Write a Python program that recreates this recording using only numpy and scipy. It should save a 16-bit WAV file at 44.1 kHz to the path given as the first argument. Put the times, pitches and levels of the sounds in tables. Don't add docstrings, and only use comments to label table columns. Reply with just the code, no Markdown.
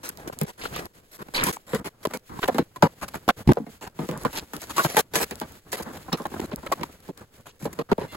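import sys
import numpy as np
from scipy import signal
from scipy.fft import rfft, irfft
from scipy.io import wavfile

SR = 44100
rng = np.random.default_rng(int(sys.argv[2]) if len(sys.argv) > 2 else 0)


def inscribe(sig):
    pcm = np.round(np.clip(np.atleast_2d(sig).T, -1, 1) * 32767)
    wavfile.write(sys.argv[1], SR, pcm.astype(np.int16))


N = 359856
TOP_HZ = 16000
REGISTER_EDGES = [40, 300, 1600, 5000, 16000]


def undb(db):
    return 10 ** (np.asarray(db) / 20)


def unit(x):
    return x / np.sqrt(np.mean(x ** 2) + 1e-18)


def fade(t, t60):
    return np.exp(-np.log(1000) * t / max(t60, 1e-3))


def ringing(t, modes):
    return sum(undb(db) * np.exp(2j * np.pi * hz * t) * fade(t, t60) for hz, t60, db in modes)


def colour(x, points):
    hz, db = np.transpose(points)
    bins_hz = np.fft.rfftfreq(x.shape[-1], 1 / SR)
    gains = undb(np.interp(np.log(bins_hz + 1), np.log(hz), db))
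    return irfft(rfft(x) * gains, x.shape[-1])


def band(x, lo_hz, hi_hz, order=4):
    return signal.sosfilt(signal.butter(order, [lo_hz, hi_hz], "band", fs=SR, output="sos"), x)


def walk(rate, size):
    levels = rng.standard_normal(size)
    return np.sqrt(1.5) * np.interp(np.arange(size) * rate / SR, np.arange(size), levels)


def add(out, start, sound):
    i = int(np.clip(start * SR, 0, N - 1))
    out[:, i:i + sound.shape[1]] += sound[:, :N - i]


def spread(pair):
    # f/Hz, level/dB
    reflected = [(60, -11), (200, -16), (450, -8.5), (1200, -3), (2500, -1), (4500, -0.5), (7000, -10),
                 (15000, -38)]
    side = colour(pair[1], reflected)
    return np.array([pair[0] + side, pair[0] - side])


def turn(x, points):
    phase = np.interp(np.fft.rfftfreq(N, 1 / SR), *np.transpose(points))
    return irfft(rfft(x) * np.exp(.5j * np.array([phase, -phase])), N)


def garage(level_db=-62.5):
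    # f/Hz, density/dB
    room_tone = [(25, 10), (62, -4), (110, 12), (180, -19.5), (500, 2.5), (1200, -47), (3000, -24.5),
                 (8000, -24), (16000, -28)]
    return undb(level_db) * unit(spread(colour(rng.standard_normal((2, N)), room_tone)))


def walls(x, wet_db=-36, t60=0.098, size=16384):
    tail = rng.standard_normal((2, size)) * fade(np.arange(size) / SR, t60)
    return undb(wet_db) * signal.fftconvolve(x, tail / np.linalg.norm(tail[0]), axes=1)[:, :N]


def slips(size, rate, scatter_db):
    strength = undb(scatter_db * np.minimum(rng.exponential(size=size), 4))
    return unit((rng.random(size) < rate / SR) * strength * rng.standard_normal(size))


def sleeve(rub_flutter_db=4, hiss_flutter_db=2, split_hz=1600, crumb_db=-9, trim_db=-1):
    # t/s, length/s, rub/dB, hiss/dB
    strokes = [(0, 0.48, -51, -61), (0.604, 0.27, -42, -51), (0.932, 0.079, -54.5, -60.5),
               (1.097, 0.58, -62.5, -62.5), (1.684, 0.15, -42.5, -73), (2.001, 0.2, -52.5, -61),
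               (2.253, 0.4, -61, -52), (2.778, 0.17, -50, -61.5), (2.95, 0.34, -51, -59),
               (3.364, 0.072, -44, -48), (3.446, 0.2, -49, -67), (3.692, 0.091, -58, -53),
               (3.944, 0.22, -45.5, -51.5), (4.164, 0.3, -43, -51.5), (4.463, 0.58, -52.5, -49),
               (5.111, 0.49, -48, -51.5), (5.648, 0.48, -48, -56), (6.023, 0.34, -47, -59),
               (6.299, 0.2, -41, -52), (6.484, 0.15, -45.5, -61), (6.62, 0.36, -50.5, -53),
               (7.024, 0.086, -54.5, -54.5), (7.204, 0.046, -48.5, -70), (7.309, 0.12, -52.5, -61.5),
               (7.597, 0.22, -44.5, -58.5), (7.987, 0.21, -49.5, -57)]
    # f/Hz, density/dB
    cloth = [(30, -9.5), (65, 8.5), (100, 4), (170, 6), (400, 0.5), (1000, -7), (2000, -12.5),
             (5500, -16.5), (9000, -13), (16000, -15.5)]
    push = np.outer(undb([-63, -65.5]), np.ones(N))
    for start, length, *levels_db in strokes:
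        swell = np.abs(np.sin(np.linspace(0, np.pi, int(length * SR)))) ** 0.54
        add(push, start, np.outer(undb(levels_db), swell))
    fibres = spread(colour(np.array([slips(N, rate=12000, scatter_db=0) for _ in range(2)]), cloth))
    rub = unit(band(fibres, 31, split_hz)) * push[0] * undb(rub_flutter_db * walk(60, N))
    crumbs = spread(np.array([slips(N, rate=120, scatter_db=3) for _ in range(2)]))
    crackle = undb(crumb_db) * unit(band(crumbs, split_hz, TOP_HZ, order=1))
    hiss = unit(band(fibres, split_hz, TOP_HZ)) + crackle
    hiss *= push[1] * undb(hiss_flutter_db * walk(41, N))
    return undb(trim_db) * (rub + hiss)


def creak(start_s=8.078, length_s=.08, slip_hz=690, waver=.022, level_db=-50, size=4096):
    out, t = np.zeros((2, N)), np.arange(size) / SR
    cycles = np.cumsum(slip_hz * (1 + waver * walk(90, size))) / SR
    thin = unit(band(cycles % 1, 1900, 4400, order=5))
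    swell = np.sqrt(np.abs(np.sin(np.pi * np.minimum(t / length_s, 1))))
    add(out, start_s, undb(level_db) * np.array([thin, thin]) * swell)
    return out


def clink(start_s=6.128, gain_db=-28, size=4096):
    # f/Hz, t60/s, level/dB
    tool_modes = [(3779, 0.037, 2.5), (4200, 0.071, -6), (5480, 0.05, 6), (7100, .03, -9)]
    out = np.zeros((2, N))
    ring = ringing(np.arange(size) / SR, tool_modes)
    add(out, start_s, undb(gain_db) * spread(np.array([ring.imag, ring.real])))
    return out


def contact(force, response):
    return signal.fftconvolve(force[None], response, axes=1)[:, :len(force)]


def squeals(size=4096):
    # t/s, length/s, level/dB
    catches = [(1.346, 0.009, -28), (1.361, 0.0095, -25)]
    # f/Hz, t60/s, level/dB
    blade_modes = [(3022, .018, -10), (4034, .05, 0), (4464, .05, -1)]
    out, t = np.zeros((2, N)), np.arange(size) / SR
    steel = ringing(t, blade_modes)
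    for start, length, db in catches:
        force = slips(size, rate=2200, scatter_db=3) * (t < length)
        ring = contact(force, np.array([steel.real, steel.imag]))
        add(out, start, undb(db) * unit(ring) * np.sqrt(length * SR / size))
    return out


def grains(size, rate, centre_hz, scatter_db, scatter_oct=.8, ring_cycles=14):
    out, t = np.zeros((2, size + 512)), np.arange(512) / SR
    for moment, pitch, strength, side in rng.random((int(rate * size / SR) + 1, 4)):
        hz = centre_hz * 2 ** (scatter_oct * (2 * pitch - 1))
        ring = ringing(t, [(hz, ring_cycles / hz, scatter_db * strength ** 2)])
        i = int(moment * size)
        out[:, i:i + len(t)] += [ring.imag, (2 * side - 1) * ring.real]
    return unit(spread(out[:, :size]))


def rasps(edge_s=0.0057, size=4096):
    # t/s, length/s, grain pitch/Hz, level/dB
    drags = [(0.611, 0.068, 3000, -39), (0.74, 0.062, 3230, -38), (1.343, 0.045, 3070, -27.5),
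             (1.378, 0.068, 2330, -26.5), (2.425, 0.025, 2170, -26), (3.286, 0.021, 2180, -20.5),
             (4.353, 0.051, 4200, -34), (5.722, 0.027, 4030, -40), (6.123, 0.017, 3870, -31.5),
             (6.511, 0.033, 2820, -45), (6.664, 0.015, 2400, -36), (6.83, 0.008, 3320, -25),
             (7.475, 0.043, 4580, -56), (8.111, .05, 3040, -52)]
    out, t = np.zeros((2, N)), np.arange(size) / SR
    for start, length, hz, db in drags:
        bite = np.clip(np.minimum(t, length - t) / edge_s, 0, 1)
        add(out, start, undb(db) * bite * grains(size, rate=1500, centre_hz=hz, scatter_db=14))
    return out


def click(t, t60, edge_db=6, edge_t60=0.00087):
    return spread(rng.standard_normal((2, len(t))) * (fade(t, t60) + undb(edge_db) * fade(t, edge_t60)))


def ticks(size=1024):
    # t/s, level/dB, lowest f/Hz
    touches = [(0.0908, -19.5, 7000), (0.1735, -34.5, 4000), (0.3888, -25, 6030), (0.414, -15, 7040),
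               (0.434, -22, 10000), (0.764, -36, 1600), (0.8562, -30, 3500), (1.4381, -8.5, 7100),
               (1.53, -32, 5000), (1.813, -53, 4000), (2.0531, -26, 3500), (2.0712, -34, 3000),
               (2.173, -30, 2500), (2.481, -29, 5000), (2.547, -34, 2000), (3.2822, -26, 1200),
               (3.474, -35, 2000), (3.521, -34, 1200), (3.534, -29.5, 1000), (3.587, -46, 2500),
               (3.608, -61, 2500), (3.62, -54, 2000), (3.811, -43, 4000), (3.876, -36, 1600),
               (4.053, -37, 5000), (4.089, -35, 1800), (4.113, -33, 1800), (4.176, -31, 5000),
               (4.227, -40, 7000), (4.235, -33, 7000), (4.566, -27, 3000), (4.618, -27, 6000),
               (4.631, -37, 1010), (5.356, -31, 4000), (5.4, -26, 2500), (5.522, -39, 6000),
               (5.934, -39, 8000), (6.269, -37, 2500), (6.4025, -31, 1600), (6.499, -48, 3000),
               (6.56, -29, 5000), (6.666, -42, 2000), (6.8122, -43, 2500), (6.834, -30, 2200),
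               (7.004, -49, 2980), (7.176, -36.5, 3500), (7.657, -32, 1600), (7.796, -34, 2000),
               (7.9802, -38, 1600)]
    out, t = np.zeros((2, N)), np.arange(size) / SR
    for start, db, lo_hz in touches:
        add(out, start, undb(db) * band(click(t, t60=.006), lo_hz, TOP_HZ, order=2))
    return out


def thumps():
    # t/s, f/Hz, length/s, level/dB
    shoves = [(0.415, 154, 0.034, -22), (2.829, 176, 0.027, -13), (3.469, 67, 0.038, -19),
              (3.475, 151, 0.035, -13.5), (7.62, 145, 0.069, -35)]
    out = np.zeros((2, N))
    for start, hz, length, db in shoves:
        t = np.arange(int(length * SR)) / SR
        boom = np.sin(2 * np.pi * hz * t) * np.sqrt(np.sin(np.pi * t / length))
        add(out, start, undb(db) * np.array([boom, boom]))
    return out


def panel(spot_modes, longest_t60, dense_db, dense_t60, size=4096):
    # f/Hz, t60/s, level/dB
    liner_modes = [(68, 0.016, 3), (161, 0.058, 9), (221.3, 0.032, 11), (219.6, 0.17, 4), (333, 0.044, 9),
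                   (421, 0.21, 0.5), (476, 0.23, 0.5), (588, 0.075, 0.5), (717.5, 0.068, 5),
                   (820, 0.068, -0.5), (930, 0.11, -17.5), (1035, 0.067, -11.5), (1350, 0.047, -23),
                   (1540, 0.012, 10.5), (2240, 0.032, -13), (3000, 0.013, -7), (3900, 0.032, -9),
                   (4180, 0.022, -25.5)]
    # f/Hz, level/dB
    overtones = [(40, -23.5), (65, -5), (100, -10.5), (160, -4.5), (500, 5.5), (1100, -3), (2000, -6),
                 (3200, -13.5), (5500, -16.5), (8500, -13.5), (12000, -13.5), (16000, -22)]
    t = np.arange(size) / SR
    modes = []
    for hz, t60, db in liner_modes:
        detuned_hz = hz * (1 + 0.009 * rng.standard_normal())
        modes.append(undb(db) * np.cos(2 * np.pi * detuned_hz * t) * fade(t, min(t60, longest_t60)))
    shares = rng.choice([-1, 1], (2, len(modes))) * rng.uniform(0.23, 1, (2, len(modes)))
    dense = unit(colour(rng.standard_normal((2, size)), overtones)) * fade(t, dense_t60)
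    ring = ringing(t, spot_modes)
    spot = np.array([ring.imag, rng.choice([-1, 1]) * ring.real])
    return spread(shares @ np.array(modes) + spot + undb(dense_db) * dense)


def registers(sound, length, stop_s, flex_low_hz=REGISTER_EDGES[0], knock_top_hz=REGISTER_EDGES[2]):
    t = np.arange(sound.shape[1]) / SR
    stop = np.exp(-np.clip((t - length) / stop_s, 0, 20))
    flex, knock = (flex_low_hz, REGISTER_EDGES[1]), (REGISTER_EDGES[1], knock_top_hz)
    crack, grit = REGISTER_EDGES[2:4], REGISTER_EDGES[3:]
    parts = [unit(band(sound, lo, hi, order=3) * stop) for lo, hi in (flex, knock, crack, grit)]
    return np.array(parts) * np.sqrt(length * SR / len(t))


def balance(parts, level_db, flex_db, tilt, crack_oct=2.12, grit_oct=3.68):
    gains = undb(level_db + np.array([flex_db, 0, tilt * crack_oct, tilt * grit_oct]))
    return np.tensordot(gains, parts, 1)


def scrapes(start_db=-8, end_db=-6, judder_db=2.5, catch_db=-11, size=6400):
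    # t/s, length/s, place of hardest push/0-1, level/dB, tilt/(dB/octave)
    drags = [(0.031, 0.06, 0.28, -43, 0.7), (0.173, 0.062, 0.23, -46.5, -3),
             (0.324, 0.014, 0.2, -43.5, -1.5), (0.393, 0.024, 0.9, -48.5, .5),
             (0.463, 0.048, 0.85, -44, -1), (0.576, 0.084, 0.4, -45.5, -1), (0.634, 0.041, 0, -41, -1),
             (0.725, 0.081, 0.63, -38, -2), (0.782, 0.085, 0.15, -43, -3), (1.113, 0.057, 0.43, -56.5, 2),
             (1.189, .04, 0.97, -40, -3.5), (1.337, 0.052, 0.67, -35.5, 0),
             (1.377, 0.074, 0.95, -32.5, -3.5), (1.454, 0.06, 0.2, -30, -0.96),
             (1.666, 0.13, 0.64, -47, -0.2), (1.844, 0.04, 0.45, -35.5, -1.5),
             (2.028, 0.014, 0.1, -49, 0.5), (2.099, 0.032, 0.4, -43, -3), (2.292, 0.093, 0.85, -44.5, -6),
             (2.389, 0.0065, 0.9, -32, -5.5), (2.417, 0.028, 0.9, -36.5, -1), (2.453, 0.007, .8, -33, -3),
             (2.477, 0.0071, 0.5, -30.5, -0.5), (2.503, 0.03, 1, -40.5, -5.5),
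             (3.013, 0.036, 0.52, -34, -2), (3.08, 0.0093, 0.7, -42.5, 1), (3.136, 0.027, 0.74, -34, -2.5),
             (3.811, 0.049, 0.34, -41.5, -1.5), (3.864, 0.017, 0.6, -40, -3.5),
             (4.115, 0.073, 0.2, -38.5, -6), (4.176, 0.062, 0.9, -55, 1.5), (4.27, 0.02, 0.5, -41.5, -5),
             (4.329, 0.063, 0.92, -38, 0.1), (4.616, 0.028, 0.2, -42.5, -0.1),
             (4.693, 0.026, 0.44, -37.5, -0.5), (4.763, 0.018, 0.17, -34.5, 0.95),
             (4.809, 0.054, 0.66, -40.5, 2.5), (4.86, 0.12, 0.32, -41, 0.4), (4.956, 0.011, 0.94, -37, 0),
             (4.979, 0.029, 0.5, -29.5, 1.5), (5.136, 0.026, 1, -30, -0.5),
             (5.197, 0.046, 0.77, -33.5, 1.5), (5.718, 0.0088, 0.9, -49, 4.5), (5.759, 0.054, 0.33, -43, 0),
             (5.822, 0.011, 0.2, -49, 3), (5.85, 0.07, 0.34, -41.5, -5), (5.931, 0.046, 0.94, -45.5, -1),
             (6.117, 0.012, 0.4, -37, -4.5), (6.171, 0.072, 0, -48.5, -0.5), (6.326, .022, 1, -46, -1.5),
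             (6.396, 0.065, 1, -54, 1), (6.646, 0.044, 0.2, -47, -4), (6.768, 0.066, 0.46, -46, -6.5),
             (7.17, 0.057, 0.06, -53, -1.5), (7.457, 0.041, 0.3, -48.5, -1), (7.592, 0.08, 0.73, -59.5, 3),
             (7.889, 0.031, 0.35, -41, -5), (7.989, 0.073, 0, -38, -4.5), (8.121, 0.034, 0.9, -40.5, -3)]
    out, t = np.zeros((2, N)), np.arange(size) / SR
    for start, length, crest, level_db, tilt in drags:
        push_db = np.interp(t / length, [0, np.clip(crest, .01, .99), 1], [start_db, 0, end_db])
        ring_hz = 870 * 2 ** (0.35 * rng.standard_normal())
        rasp_hz = 3990 * 2 ** (0.346 * min(tilt, 0))
        spot_modes = [(ring_hz, .025, 7), (rasp_hz, .009, 9)]
        body = 0
        for _ in range(2):
            force = slips(size, rate=6500, scatter_db=3) * undb(push_db + judder_db * walk(173.3, size))
            response = panel(spot_modes, longest_t60=0.025, dense_db=19.5, dense_t60=0.013, size=2048)
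            body = body + contact(force, response)
        caught_grit = grains(size, rate=510, centre_hz=2570, scatter_db=0.5) * undb(push_db)
        body = unit(body) + undb(catch_db) * unit(caught_grit)
        flex_db = -8.5 - 1.73 * tilt
        add(out, start, balance(registers(body, length, stop_s=0.0035), level_db, flex_db, tilt))
    return out


def knocks(tight_t60=0.086, snap_t60=.014, blunt_attack_s=0.0015, size=4096):
    # t/s, length/s, ring of the spot/Hz, sharpness (click's share of the treble)/0-1,
    # level/dB, flex over that level/dB, tilt/(dB/octave), cleanness of the ring/0-1
    blows = [(0.094, 0.0092, 1480, 0.8, -41, -3, 1, 0), (0.271, 0.0092, 400, 0.5, -32.5, -5, -10, 0.5),
             (0.276, 0.015, 327, 0.5, -42.5, -11, 0.5, 0.3),
             (0.297, 0.0058, 564, 0.1, -30.5, -11, -12, 0.4), (0.4116, 0.043, 505, 0, -31, 1, -4.5, 1),
             (0.654, 0.0064, 1390, 0.6, -26.5, -28, -5, 0.3),
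             (0.7615, 0.0048, 1210, 0.7, -31, -12, -1, 0.3), (1.284, 0.0063, 600, 0.1, -43, 2, -3.5, 0.5),
             (1.4393, 0.018, 564, 0.36, -35.5, -11, 2, 0.2),
             (1.469, 0.037, 1000, 0.4, -32, -0.5, -0.5, 0.4), (1.526, 0.041, 1340, 0.02, -47, -7, 2, 0),
             (1.568, 0.0023, 925, 0.5, -31.5, -13, -4.5, 0.7), (1.732, 0.03, 500, 0.06, -24.5, -1, -7, 0.4),
             (1.747, 0.023, 538, 0.6, -30, -12, -2, 0.5), (2.0514, 0.01, 1020, 0.3, -21, -35, -5, 0.3),
             (2.07, 0.0043, 375, 0.75, -27, 4, -10, 0.7), (2.135, 0.039, 563, 0, -34.5, -2.5, -1.5, 0.3),
             (2.434, 0.018, 725, 0.4, -26, -20, -5, 0), (2.4846, 0.016, 506, 0.3, -17, -11, -8, 0.85),
             (2.544, 0.033, 480, 0, -32, 3.5, -4.5, 0), (2.5827, 0.007, 820, 0.6, -18, -11, -4, 0),
             (2.591, 0.036, 471, 0.43, -25, 4, -6.5, 1), (2.7595, 0.015, 1060, 0.1, -39, -10, -3, 0.5),
             (2.824, 0.0049, 900, 0.87, -12.5, -27, -4, 0), (2.828, 0.0026, 605, 0.1, -6, -8, -8.5, 0.8),
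             (2.831, 0.042, 533, 0, -20, -2, -5.5, 0.63), (3.2788, 0.0028, 405, 0.8, -15.5, 0, -7, 0.67),
             (3.2884, 0.02, 1157, 0.44, -15.5, -8.5, -4.5, 0.03),
             (3.474, 0.012, 195, 0.2, -30, 15.5, -3.5, 0.4), (3.489, 0.03, 368, 0.1, -18.5, 6.5, -8, 0.77),
             (3.515, 0.0086, 300, 0, -25, 5.5, -3.5, 0.3), (3.518, 0.0044, 760, 0.2, -19.5, -10, -9.5, 0.2),
             (3.57, 0.019, 460, 0.4, -23, -11, -11.5, 1), (3.598, 0.047, 464, 0.1, -46.5, 13.5, -20, 1),
             (3.664, 0.04, 524, 0.05, -45.5, 2.5, -5, 0), (3.989, 0.075, 553, 0, -36, 4.5, -6.5, 0.4),
             (4.0883, 0.041, 516, 0.43, -32.5, 2, -5.5, 0.74),
             (4.2495, 0.021, 1035, 0.45, -22, -3, -5.5, 0.2),
             (4.534, 0.048, 1340, .2, -39.5, 0.5, -1.5, 0.24), (4.69, 0.0038, 480, 0, -50, -1, -6, .5),
             (4.78, 0.043, 1112, 0.13, -23.5, -19, -2.5, 0.8),
             (4.793, 0.02, 1450, 0.2, -23, -11, -2.5, 0.85), (4.847, .021, 830, 0.1, -22.5, -1, -3, 0.03),
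             (4.944, 0.0064, 438, 0, -30, -3, -6, 0.8), (4.9669, 0.034, 830, 0.01, -17.5, -14, -2, 0),
             (5.154, 0.04, 610, 0, -27, -8.5, 0.5, 0.16), (5.202, 0.04, 453, 0, -29.5, -9, -12, 0.7),
             (5.31, 0.026, 417, 0.83, -36, -1.5, -1, 0.7), (5.414, 0.03, 840, 0.77, -32.5, -3, -4, 0),
             (5.728, 0.03, 700, 0, -31.5, -8.5, -0.5, 0.15), (5.797, 0.021, 490, 0, -33.5, -5, -6, 0.4),
             (6.082, 0.019, 770, 0.2, -38.5, -1, -9, 0.3), (6.13, 0.029, 1153, 0.9, -29, 3.5, -2.5, 0.17),
             (6.198, 0.027, 545, 0, -35.5, -1.5, -10.5, 0.6), (6.253, 0.015, 820, 0, -27.5, -7.5, -5, 0.35),
             (6.316, 0.012, 375, 0.03, -42, 6, -6, 0.3), (6.3392, 0.0096, 994, 0, -32.5, -2, -6.5, 0.26),
             (6.395, 0.0065, 350, 0, -24.5, -2, -7, 0.88), (6.414, .022, 426, 0.5, -39.5, 2, -4, 0.1),
             (6.439, 0.015, 590, 0.5, -36.5, 3.5, -8, 0.9), (6.516, 0.034, 850, 0.2, -39, -16, -13, 0),
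             (6.529, 0.017, 418, 0.2, -36, 7.5, -7, 0.3), (6.587, .02, 382, 0.1, -55, 4, -2, 0.6),
             (6.63, 0.019, 700, 0.4, -42, 0.5, -5.5, 0), (6.663, 0.014, 1300, 0.4, -34, -22, -3.5, 0.3),
             (6.7157, 0.009, 726, 0, -23, -25, -7.5, 1), (6.7215, 0.017, 1104, 0.25, -22.5, -31, -3, 1),
             (6.811, 0.02, 374, 0.7, -36.5, 1.5, -5, 0.57), (6.8335, 0.0072, 960, 0.3, -29, -4, -3.5, 0.4),
             (7.0877, 0.024, 407, 0, -36.5, 1.5, -10, 0.84), (7.624, 0.025, 187, .2, -49.5, 13, -0.5, 0.7),
             (7.6536, 0.028, 432, 0.74, -27.5, -4, -8.5, 0.58),
             (7.729, 0.0086, 1010, 0.3, -47.5, 2, 1.5, .3), (7.788, 0.034, 470, 0, -27, -5, -6.5, 0.56),
             (7.915, 0.0078, 600, 0.2, -15, -3.5, -7.5, 0.2), (7.922, 0.0099, 405, 0.1, -17, 1, -10, 1),
             (7.929, 0.0014, 456, 0.75, -16, 0, -6.5, 1), (7.981, 0.01, 460, 0.5, -24, -4, -11.5, 0.9),
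             (8.013, 0.022, 410, 0.1, -33, -11, -6.5, 0.9)]
    # flex level/dB, lowest f/Hz
    flex_reach = [(-29.5, 150), (-15.5, 55)]
    out, t = np.zeros((2, N)), np.arange(size) / SR
    for start, length, ring_hz, sharp, level_db, flex_db, tilt, clean in blows:
        t60 = (tight_t60 + 10 * length) * (1 - 0.35 * sharp)
        chatter = slips(size, rate=5000, scatter_db=3) * fade(t, 0.61 * t60)
        force = (1 - 0.44 * clean) * chatter / np.linalg.norm(chatter)
        force[0] += 1
        spot_mode = (ring_hz, 0.028 + 0.024 * clean, 8.5 + 9 * clean)
        build_up = np.minimum(t / max(blunt_attack_s * (1 - sharp), 1 / SR), 1)
        body = build_up * contact(force, panel([spot_mode], t60, dense_db=10.5, dense_t60=0.053))
        low_hz = np.interp(level_db + flex_db, *np.transpose(flex_reach))
        top_hz = np.clip(2.25 * ring_hz, 920, REGISTER_EDGES[2])
        body_parts = registers(body, length, stop_s=0.0021, flex_low_hz=low_hz, knock_top_hz=top_hz)
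        click_parts = registers(click(t, snap_t60), length, stop_s=0.0011)
        click_share = sharp * np.array([0, 0, 0.11, 1])[:, None, None]
        parts = np.sqrt(1 - click_share) * body_parts + np.sqrt(click_share) * click_parts
        add(out, start, balance(parts, level_db, flex_db, tilt))
    return out


def scene(from_left_until_s=1.62):
    # f/Hz, level/dB
    work_tone = [(35, 2.5), (66, 1), (100, -0.5), (155, 1), (210, 0), (320, 1), (700, -0.5), (1000, 4),
                 (1600, -0.5), (3000, 0)]
    # f/Hz, phase/rad
    left_lead = [(0, 0), (1800, 3.7), (3000, 6.28)]
    contacts = knocks() + scrapes() + rasps() + squeals() + clink() + creak() + ticks() + thumps()
    work = colour(contacts, work_tone)
    near = work + sleeve()
    at_left = np.arange(N) / SR < from_left_until_s
    return turn(near * at_left, left_lead) + near * ~at_left + walls(work) + garage()


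def record(dry):
    # f/Hz, phase/rad
    treble_phase = [(0, 0), (1400, -.3), (2600, -1.2), (4400, -1), (5400, -3.14), (6900, -6.28),
                    (16100, -18.85)]
    clipped = np.clip(turn(dry, treble_phase), -1, 1)
    return signal.sosfilt(signal.ellip(10, .2, 80, TOP_HZ, fs=SR, output="sos"), clipped)


dry = scene()
out = record(dry)
inscribe(out)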